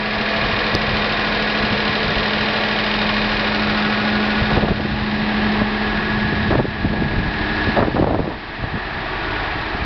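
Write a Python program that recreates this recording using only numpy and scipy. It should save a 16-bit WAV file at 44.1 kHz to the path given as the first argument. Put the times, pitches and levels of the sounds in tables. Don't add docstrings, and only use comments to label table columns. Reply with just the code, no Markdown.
import sys
import numpy as np
from scipy import signal
from scipy.io import wavfile
from scipy.ndimage import uniform_filter1d

SR = 44100
rng = np.random.default_rng(int(sys.argv[2]) if len(sys.argv) > 2 else 0)


def dump_mix(stems):
    frames = np.atleast_2d(stems).T
    limited = np.clip(frames, -1, 1)
    pcm = np.round(limited * 32767).astype(np.int16)
    wavfile.write(sys.argv[1], SR, pcm)


N = 434385
SLOW_S = np.arange(0, N + 64, 64) / SR
TURN_HZ = 13.19

# (time [s], level [dB])
WALK_LEVEL = [(0, -26), (2.9, -25), (4.3, -26), (5.5, -27), (6.3, -29), (7.0, -29), (7.65, -28), (8.4, -29),
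              (9.3, -29), (9.85, -31)]
# (time [s], place [0 beside the block, 1 loader arm, 2 a step back, 3 clear of tractor])
WALK_PLACE = [(0, 0.71), (1.5, 0.5), (2.4, 0.43), (3.2, 0.4), (4.2, 1.44), (5, 1.8), (5.6, 2.47),
              (6.3, 2.26), (7.2, 2.33), (8.3, 2.2), (9, 3.5), (9.85, 3.4)]
# (frequency [Hz], relative level [dB])
COLOUR_BESIDE = [(18, -43), (30, -17), (176, -7.5), (210, 1.5), (274, -21.5), (426, -7), (965, -11.5),
                 (1130, -9.5), (1230, -15), (1640, -15.5), (2440, -10), (2850, -15.5), (4150, -18),
                 (5060, -22), (5910, -41.5), (7680, -69), (13000, -120)]
COLOUR_AT_ARM = [(18, -45), (30, -19), (154, -25), (210, -15.5), (262, -15.5), (312, -8.5), (724, -8),
                 (944, -12.5), (1440, -9.5), (1530, -14.5), (1710, -13), (2090, -12.5), (4150, -18.5),
                 (5180, -24), (5910, -43), (7680, -82), (13000, -120)]
COLOUR_STEP_BACK = [(18, -40.5), (30, -9.5), (154, -20), (210, -7.5), (234, -6), (262, -14), (407, -10.5),
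                    (508, -18.5), (740, -13), (1340, -18), (1680, -17), (2090, -17), (4150, -23),
                    (5180, -30), (5910, -48.5), (7680, -87), (13000, -120)]
COLOUR_CLEAR = [(18, -28), (30, 2.5), (113, -16), (140, -28), (245, -20.5), (334, -7.5), (430, -15),
                (530, -19.5), (680, -10), (1260, -13), (1750, -15), (2230, -15), (4150, -23), (5100, -29.5),
                (5910, -47.5), (7680, -76)]
# (frequency [Hz], width [Hz], lift [dB])
PANEL_PEAKS = [(670, 110, 1.5), (312, 120, 3.5), (835, 160, 1.5), (1136, 47, 3), (1655, 51, 7.5),
               (1770, 74, 5.5), (1911, 70, 7), (2478, 110, 3.5), (2990, 140, -0.5), (3656, 110, 3),
               (3970, 76, 3.5)]
# (frequency [Hz], share of power [0 to 1])
REPEATING_SHARE = [(60, 0.85), (400, 0.56), (800, 0.44), (1700, .4), (2600, 0.72), (4000, 0.05),
                   (6000, .05)]
# (position [crank turns], relative level [dB])
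KNOCK_TIMES = [(.09, 0), (.42, 5.5), (.77, 9), (0.931, -2.5), (1.09, -4.5), (1.42, 7), (1.77, 8),
               (1.932, -0.5)]
# (frequency [Hz], relative level [dB], time to fall 60 dB [s])
CASTING_RINGS = [(1606, -5.5, 0.038), (1790, -4.5, 0.034), (2060, -8.5, .025), (2463, 2, 0.015),
                 (2650, 0, 0.032), (2714, 1, 0.032), (2860, -2.5, 0.065), (3780, -8.5, 0.019),
                 (3720, -18, 0.049), (4090, -4.5, 0.035), (4580, -7, 0.021)]
# (time [s], level [dB])
LOOSE_PART_LEVEL = [(0, -13), (.45, -13), (.9, -15), (1.6, -24), (2.4, -17.5), (3.2, -23.5), (4, -38)]

# (cycles a crank turn, relative level [dB])
SHAFT_TONES = [(3, -37), (6, -49.5), (8, -40.5), (9, -41), (10.5, -43), (11.5, -46), (12, -41.5), (14, -49),
               (17, -40.5), (32, -42.5), (33, -42)]
# (time [s], level [dB rms])
PUMP_LEVEL = [(0, -28), (.55, -33.5), (.8, -29.5), (1.4, -31.5), (2.2, -32.5), (3.2, -28), (3.7, -24),
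              (4.4, -22), (4.6, -24), (5.55, -20.5), (5.75, -24), (6.5, -25.5), (6.72, -31), (6.88, -25),
              (7.35, -30), (7.85, -36), (8.15, -20), (8.4, -45), (9.85, -50)]
# (time [s], 23 cycles a turn [dB rms], 51 cycles a turn [dB rms])
COMING_AND_GOING = [(0, -39, -40), (.35, -40, -31), (.9, -40.5, -39), (1.6, -41, -48), (4.6, -37, -49.5),
                    (6.7, -41.5, -51.5), (7.25, -33.5, -50), (7.7, -32, -50), (8.1, -34.5, -50),
                    (8.6, -45, -50), (9.85, -45, -49)]
# (cycles a crank turn, relative level [dB])
CLOSE_WHINES = [(79.5, -41), (85, -51.5), (123, -43), (129, -45.5), (147, -41.5), (169, -48), (171, -50.5),
                (183, -42), (186, -41), (238, -44.5), (280, -46), (283, -40.5), (307, -46.5), (309, -44.5)]
# (time [s], near 87 teeth [dB], near 110 teeth [dB], 126 to 137 teeth [dB])
GEAR_LEVELS = [(0, -38, -55, -36), (.8, -38, -48, -42), (1.3, -42, -36, -37.5), (2.1, -38, -37, -44),
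               (2.7, -37.5, -44, -42), (3.6, -46, -34.5, -38), (4.4, -56.5, -34.5, -40),
               (4.9, -53, -40.5, -41.5), (5.6, -41.5, -54, -38), (6.06, -44, -35, -35.5),
               (6.4, -52.5, -46, -32.5), (6.75, -47.5, -47.5, -37.5), (7.6, -47, -39, -31),
               (8.4, -46, -54.5, -46), (8.75, -45, -52, -35.5), (9.24, -40, -35.5, -38.5),
               (9.85, -49, -54, -39)]
# (group of teeth counts [per crank turn], level column of GEAR_LEVELS [from 0], added level [dB])
GEAR_TEETH = [((87,), 0, 0), ((110, 111), 1, 0), ((126,), 2, 1.6), ((127,), 2, -6.5), ((128,), 2, -.6),
              ((135, 136, 137), 2, -1.2)]

# (time [s], level [dB])
BREEZE_LEVEL = [(0, -42), (.5, -32), (1.1, -37), (2.6, -43.5), (3.7, -32.5), (4.3, -34.5), (5, -21.5),
                (5.4, -38.5), (6.4, -25), (6.65, -26), (7.05, -21.5), (7.6, -31.5), (7.85, -23.5),
                (8.2, -18.5), (8.45, -33.5), (9.85, -39)]
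# (peak time [s], level [dB])
AIR_SHOVES = [(.19, -33.5), (.46, -34), (.755, -30), (.93, -26), (1.62, -27), (1.73, -26), (1.89, -32),
              (2.09, -26), (2.17, -23.5), (2.41, -26.5), (2.99, -33), (3.37, -33), (3.7, -32.5),
              (4.42, -26), (4.57, -17.5), (4.64, -18), (4.719, -13.5), (5.46, -24), (5.62, -22.5),
              (5.98, -30), (6.251, -29), (6.59, -10), (6.86, -20), (7.19, -15.5), (7.28, -21),
              (7.68, -20.5), (7.82, -19), (8.03, -14.5), (8.12, -14.5), (8.21, -16.5), (8.64, -20),
              (8.75, -22.5), (9, -30), (9.57, -35), (9.85, -21)]
# (start [s], length [s], level [dB])
GUST_ROARS = [(4.5, 0.34, -23.5), (6.497, 0.14, -16), (6.84, .48, -24.5), (7.628, 0.069, -34.5),
              (7.763, 0.16, -12.5), (7.954, 0.405, -12.5)]
# (time [s], level [dB], frequency [Hz])
MIC_POPS = [(0.207, -16, 205), (0.46, -17, 210), (0.531, -12, 109), (0.7465, -12, 95), (0.751, -2, 422),
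            (0.928, -18, 118), (1.638, -10, 215), (1.731, -8, 195), (2.11, -13, 213), (2.169, -18, 51.1),
            (2.428, -21, 205), (4.42, -8, 110), (5.618, -1.5, 207), (5.979, -11, 201), (6.804, -14, 102),
            (9.748, -10.5, 209)]
# (time [s], level [dB], frequency [Hz])
CASING_TICK = [(0.7512, 0, 4770)]
# (time [s], level [dB], length [s, before a factor of 0.73], top frequency [Hz])
FLUTTERS = [(4.513, -22.5, 0.01, 950), (4.584, -15, .013, 640), (4.638, -13, 0.016, 610),
            (4.685, -11, .004, 850), (4.718, -11.5, .008, 610), (4.803, -14, 0.0052, 470),
            (4.853, -14.5, 0.0075, 345), (5.625, -18, 0.0093, 870), (6.332, -16.5, 0.0076, 345),
            (6.51, -13.5, 0.0051, 450), (6.553, -9.5, 0.0056, 560), (6.6, -8, 0.009, 585),
            (6.652, -11, 0.0063, 430), (6.85, -9, 0.004, 310), (6.935, -14.5, .008, 410),
            (7.024, -11.5, 0.0082, 345), (7.128, -21, 0.011, 390), (7.189, -15.5, 0.006, 310),
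            (7.674, -19.5, 0.0059, 450), (7.691, -12.5, 0.0054, 345), (7.792, -14.5, 0.026, 910),
            (7.831, -5.5, .006, 800), (7.885, -12.5, 0.016, 430), (7.946, -12.5, 0.006, 330),
            (7.999, -4, 0.0045, 450), (8.028, -2, 0.0048, 746), (8.045, -1, 0.0027, 830),
            (8.076, -6.5, 0.0064, 730), (8.091, -12, 0.0056, 560), (8.11, -5, .0062, 585),
            (8.142, -6.5, 0.014, 670), (8.163, -9, 0.0043, 360), (8.193, -5.5, 0.0037, 430),
            (8.205, -8.5, 0.0041, 345), (8.279, -15, 0.019, 510), (8.307, -16, 0.004, 610),
            (8.641, -13.5, 0.0037, 600), (8.752, -17, 0.0064, 310), (8.774, -18.5, 0.0052, 315)]

SHOVE_RISE_DB_S, SHOVE_FALL_DB_S = 330.5, 420.
GUST_RISE_S, GUST_SAG_DB, GUST_END_S = 0.013, -10.5, 0.033
LIMIT_DB, BITE_PER_S, RECOVER_DB_S, START_DB = -15.5, 57.5, 8., -3
CEILING = .74
MIC_EDGE_HZ, FINAL_EDGE_HZ = 6150, 16000


def gain_of(db):
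    return np.exp(np.asarray(db) * (np.log(10) / 20))


def evened(x):
    return x / np.sqrt(np.mean(x ** 2) + 1e-20)


def read(points, hz):
    f, value = np.transpose(points)
    return np.interp(np.log(hz + 1), np.log(f + 1), value)


def curve(rows, t):
    s, *columns = np.transpose(rows)
    return [np.interp(t, s, c) for c in columns]


def smooth(slow):
    return np.interp(np.arange(N) / SR, SLOW_S, slow)


def band(x, lo_hz, hi_hz):
    sos = signal.butter(2, [lo_hz, hi_hz], "bandpass", fs=SR, output="sos")
    return evened(signal.sosfilt(sos, x))


def drift(rate_hz):
    points = np.sqrt(3 / 2) * rng.standard_normal(1000)
    return np.interp(SLOW_S * rate_hz, np.arange(1000), points)


def strikes_at(turns, at, period):
    return np.diff((turns - at) // period, prepend=(turns[0] - at) // period)


def repeating(turns, period, life):
    patterns = rng.standard_normal((60, 8192))
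    place = (turns / period % 1 * round(period * SR / TURN_HZ)).astype(int)
    step = turns / life
    k = step.astype(int) % 59
    fade = step % 1 * np.pi / 2
    return np.cos(fade) * patterns[k, place] + np.sin(fade) * patterns[k + 1, place]


def clatter(turns):
    alike = 0.92 * repeating(turns, period=1, life=14.5) + 0.3 * repeating(turns, period=2, life=13.9)
    fresh = rng.standard_normal(N)
    hz, t, z = signal.stft([alike, fresh], SR, nperseg=2048)
    share = np.clip(read(REPEATING_SHARE, hz), 0, 1)[:, None]
    mixed = np.sqrt(share) * z[0] + np.sqrt(1 - share) * z[1]
    steady = signal.istft(mixed, SR, nperseg=2048)[1][:N]

    pulses = sum(gain_of(db) * np.exp(-((turns - at) % 2) / 0.11) for at, db in KNOCK_TIMES)
    far = np.clip(curve(WALK_PLACE, np.arange(N) / SR)[0] / 2, 0, 1)
    pulsed = steady * (1 + 0.74 * (1 - 0.66 * far) * pulses)

    hz, t, z = signal.stft([steady, evened(pulsed)], SR, nperseg=1024, noverlap=768)
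    rows_hz = hz[:, None]
    treble = 1 / (1 + (1900 / (rows_hz + 1)) ** 4)
    place = np.clip(curve(WALK_PLACE, t)[0], 0, 3)
    colours = (COLOUR_BESIDE, COLOUR_AT_ARM, COLOUR_STEP_BACK, COLOUR_CLEAR)
    colour_db = sum(np.clip(1 - abs(place - k), 0, 1) * read(c, hz)[:, None] for k, c in enumerate(colours))
    panels_db = sum(db / (1 + (2 * (rows_hz - f) / w) ** 2) for f, w, db in PANEL_PEAKS)
    colour = gain_of(colour_db + panels_db)
    colour /= np.sqrt((colour[(hz > 2000) & (hz < 5000)] ** 2).sum(0) / len(hz))
    level = gain_of(curve(WALK_LEVEL, t)[0] - 1.03)
    shaped = ((1 - treble) * z[0] + treble * z[1]) * colour * level
    return signal.istft(shaped, SR, nperseg=1024, noverlap=768)[1][:N]


def knocks(turns):
    t, out = np.arange(2000) / SR, np.zeros(N)
    starts = rng.random((len(KNOCK_TIMES) // 2, len(CASTING_RINGS)))
    for (at, db), start in zip(KNOCK_TIMES, np.tile(starts, (2, 1))):
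        strikes = strikes_at(turns, at, 2) * gain_of(db + 1.1 * rng.standard_normal(N))
        ring = sum(gain_of(g - 60 * t / t60) * np.sin(2 * np.pi * (hz * t + p))
                   for (hz, g, t60), p in zip(CASTING_RINGS, start))
        out += signal.oaconvolve(strikes, ring * np.minimum(t / 0.0011, 1))[:N]
    s = np.arange(N) / SR
    level_db = curve(WALK_LEVEL, s)[0] - 8.0 - 4.8 * curve(WALK_PLACE, s)[0]
    return evened(out) * gain_of(level_db)


def tappet(turns):
    t = np.arange(1500) / SR
    tones = np.sin(2 * np.pi * 1720. * t) + 0.67 * np.sin(2 * np.pi * 1700.0 * t)
    ring = gain_of(-60 * t / 0.02) * np.minimum(t / 0.0027, 1) * tones
    strikes = sum(gain_of(db) * strikes_at(turns, at, 1) for at, db in ((.64, -1.0), (.16, -5.5)))
    level = gain_of(curve(LOOSE_PART_LEVEL, np.arange(N) / SR)[0])
    return signal.oaconvolve(strikes * level, ring)[:N]


def tone(order, db, waver_db=1.5, waver_hz=3., slip=0.084):
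    cycles = order * TURN_HZ * SLOW_S + rng.random() + slip * drift(waver_hz)
    level = np.sqrt(2) * gain_of(db + waver_db * drift(waver_hz))
    return smooth(level) * np.sin(smooth(2 * np.pi * cycles))


def hums():
    walk_db, place = curve(WALK_LEVEL, SLOW_S)[0], curve(WALK_PLACE, SLOW_S)[0]
    gears_db = curve(GEAR_LEVELS, SLOW_S)
    out = sum(tone(order=k, db=db + 0.73 * (walk_db + 22.0), waver_db=2.0) for k, db in SHAFT_TONES)
    out += tone(order=16, db=curve(PUMP_LEVEL, SLOW_S)[0], waver_db=1.33, waver_hz=6., slip=.025)
    out += sum(tone(order=k, db=db) for k, db in zip((23, 51), curve(COMING_AND_GOING, SLOW_S)))
    close_db = walk_db + 27.5 - 6.0 * place
    out += sum(tone(order=k, db=db + close_db, waver_db=2.0, waver_hz=9., slip=0.17)
               for k, db in CLOSE_WHINES)
    for teeth, column, db in GEAR_TEETH:
        group = sum(tone(order=k, db=gears_db[column] + db, waver_db=2.0, waver_hz=3.6, slip=0.06)
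                    for k in teeth)
        out += group / np.sqrt(len(teeth))
    return out


def eddies(per_s, spread_db):
    hits = (rng.random(N) < per_s / SR) * rng.standard_normal(N)
    return hits * smooth(gain_of(spread_db * drift(45.)))


def wind():
    t = SLOW_S
    low = gain_of(curve(BREEZE_LEVEL, t)[0])
    for s, db in AIR_SHOVES:
        low += gain_of(db - np.maximum(SHOVE_RISE_DB_S * (s - t), SHOVE_FALL_DB_S * (t - s)))
    high = np.zeros(len(t))
    for s, length, db in GUST_ROARS:
        on = np.clip(np.minimum((t - s) / GUST_RISE_S, (s + length - t) / GUST_END_S), 0, 1)
        high += on * gain_of(db + GUST_SAG_DB * np.clip((t - s) / length, 0, 1))
    rumble = band(band(eddies(900., 1.6), 34.0, 210.), 13.0, 200.)
    roar = band(band(eddies(1500., 2.6), 160., 840.0), 100., 1700.)
    return smooth(low) * rumble + smooth(high) * roar


def pops():
    out = np.zeros(N + 4000)
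    for rows, fade_cycles in ((MIC_POPS, .8), (CASING_TICK, 3.)):
        for s, db, hz in rows:
            cycles = np.arange(4000) / SR * hz
            swing = np.sin(2 * np.pi * cycles) * np.exp(-cycles / fade_cycles)
            out[round(s * SR):][:4000] += -gain_of(db) * swing * 0.89
    return out[:N]


def thumps():
    out = np.zeros(N)
    draws = gain_of(13.8 * rng.standard_normal((len(FLUTTERS), 4000)))
    for (s, db, length, top_hz), noise in zip(FLUTTERS, draws):
        shape = np.exp(-.5 * ((np.arange(4000) - 2000) / SR / (0.73 * length)) ** 2)
        burst = band(band(noise, 160.0, top_hz), 120.0, 3.0 * top_hz) * shape
        even = np.sqrt((shape ** 2).sum() / (burst ** 2).sum())
        out[round(s * SR) - 2000:][:4000] += gain_of(db) * burst * even
    return out


def levelled(x):
    hop = 128
    power_db = 10 * np.log10(uniform_filter1d(x ** 2, size=400)[::hop] + 1e-12)
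    gain_db = START_DB + np.zeros(len(power_db) + 1)
    for k, p in enumerate(power_db):
        over = max(p + gain_db[k] - LIMIT_DB, 0)
        gain_db[k + 1] = min(0, gain_db[k] + (RECOVER_DB_S - BITE_PER_S * over) * hop / SR)
    return x * gain_of(np.interp(np.arange(N) / hop, np.arange(len(gain_db)), gain_db))


def low_passed(x, edge_hz):
    taps = signal.firwin(511, edge_hz, window=("kaiser", 9), fs=SR)
    return signal.oaconvolve(x, taps[None], "same")


def scene():
    turns = TURN_HZ * np.arange(N) / SR
    engine = clatter(turns) + knocks(turns) + tappet(turns) + hums()
    return (engine + wind() + pops() + thumps())[None]


def record(dry):
    soft = 0.95 * np.tanh(levelled(dry[0])[None] / 0.89)
    heard = low_passed(soft, MIC_EDGE_HZ)
    return low_passed(np.clip(heard, -CEILING, CEILING), FINAL_EDGE_HZ)


dry = scene()
out = record(dry)
dump_mix(out)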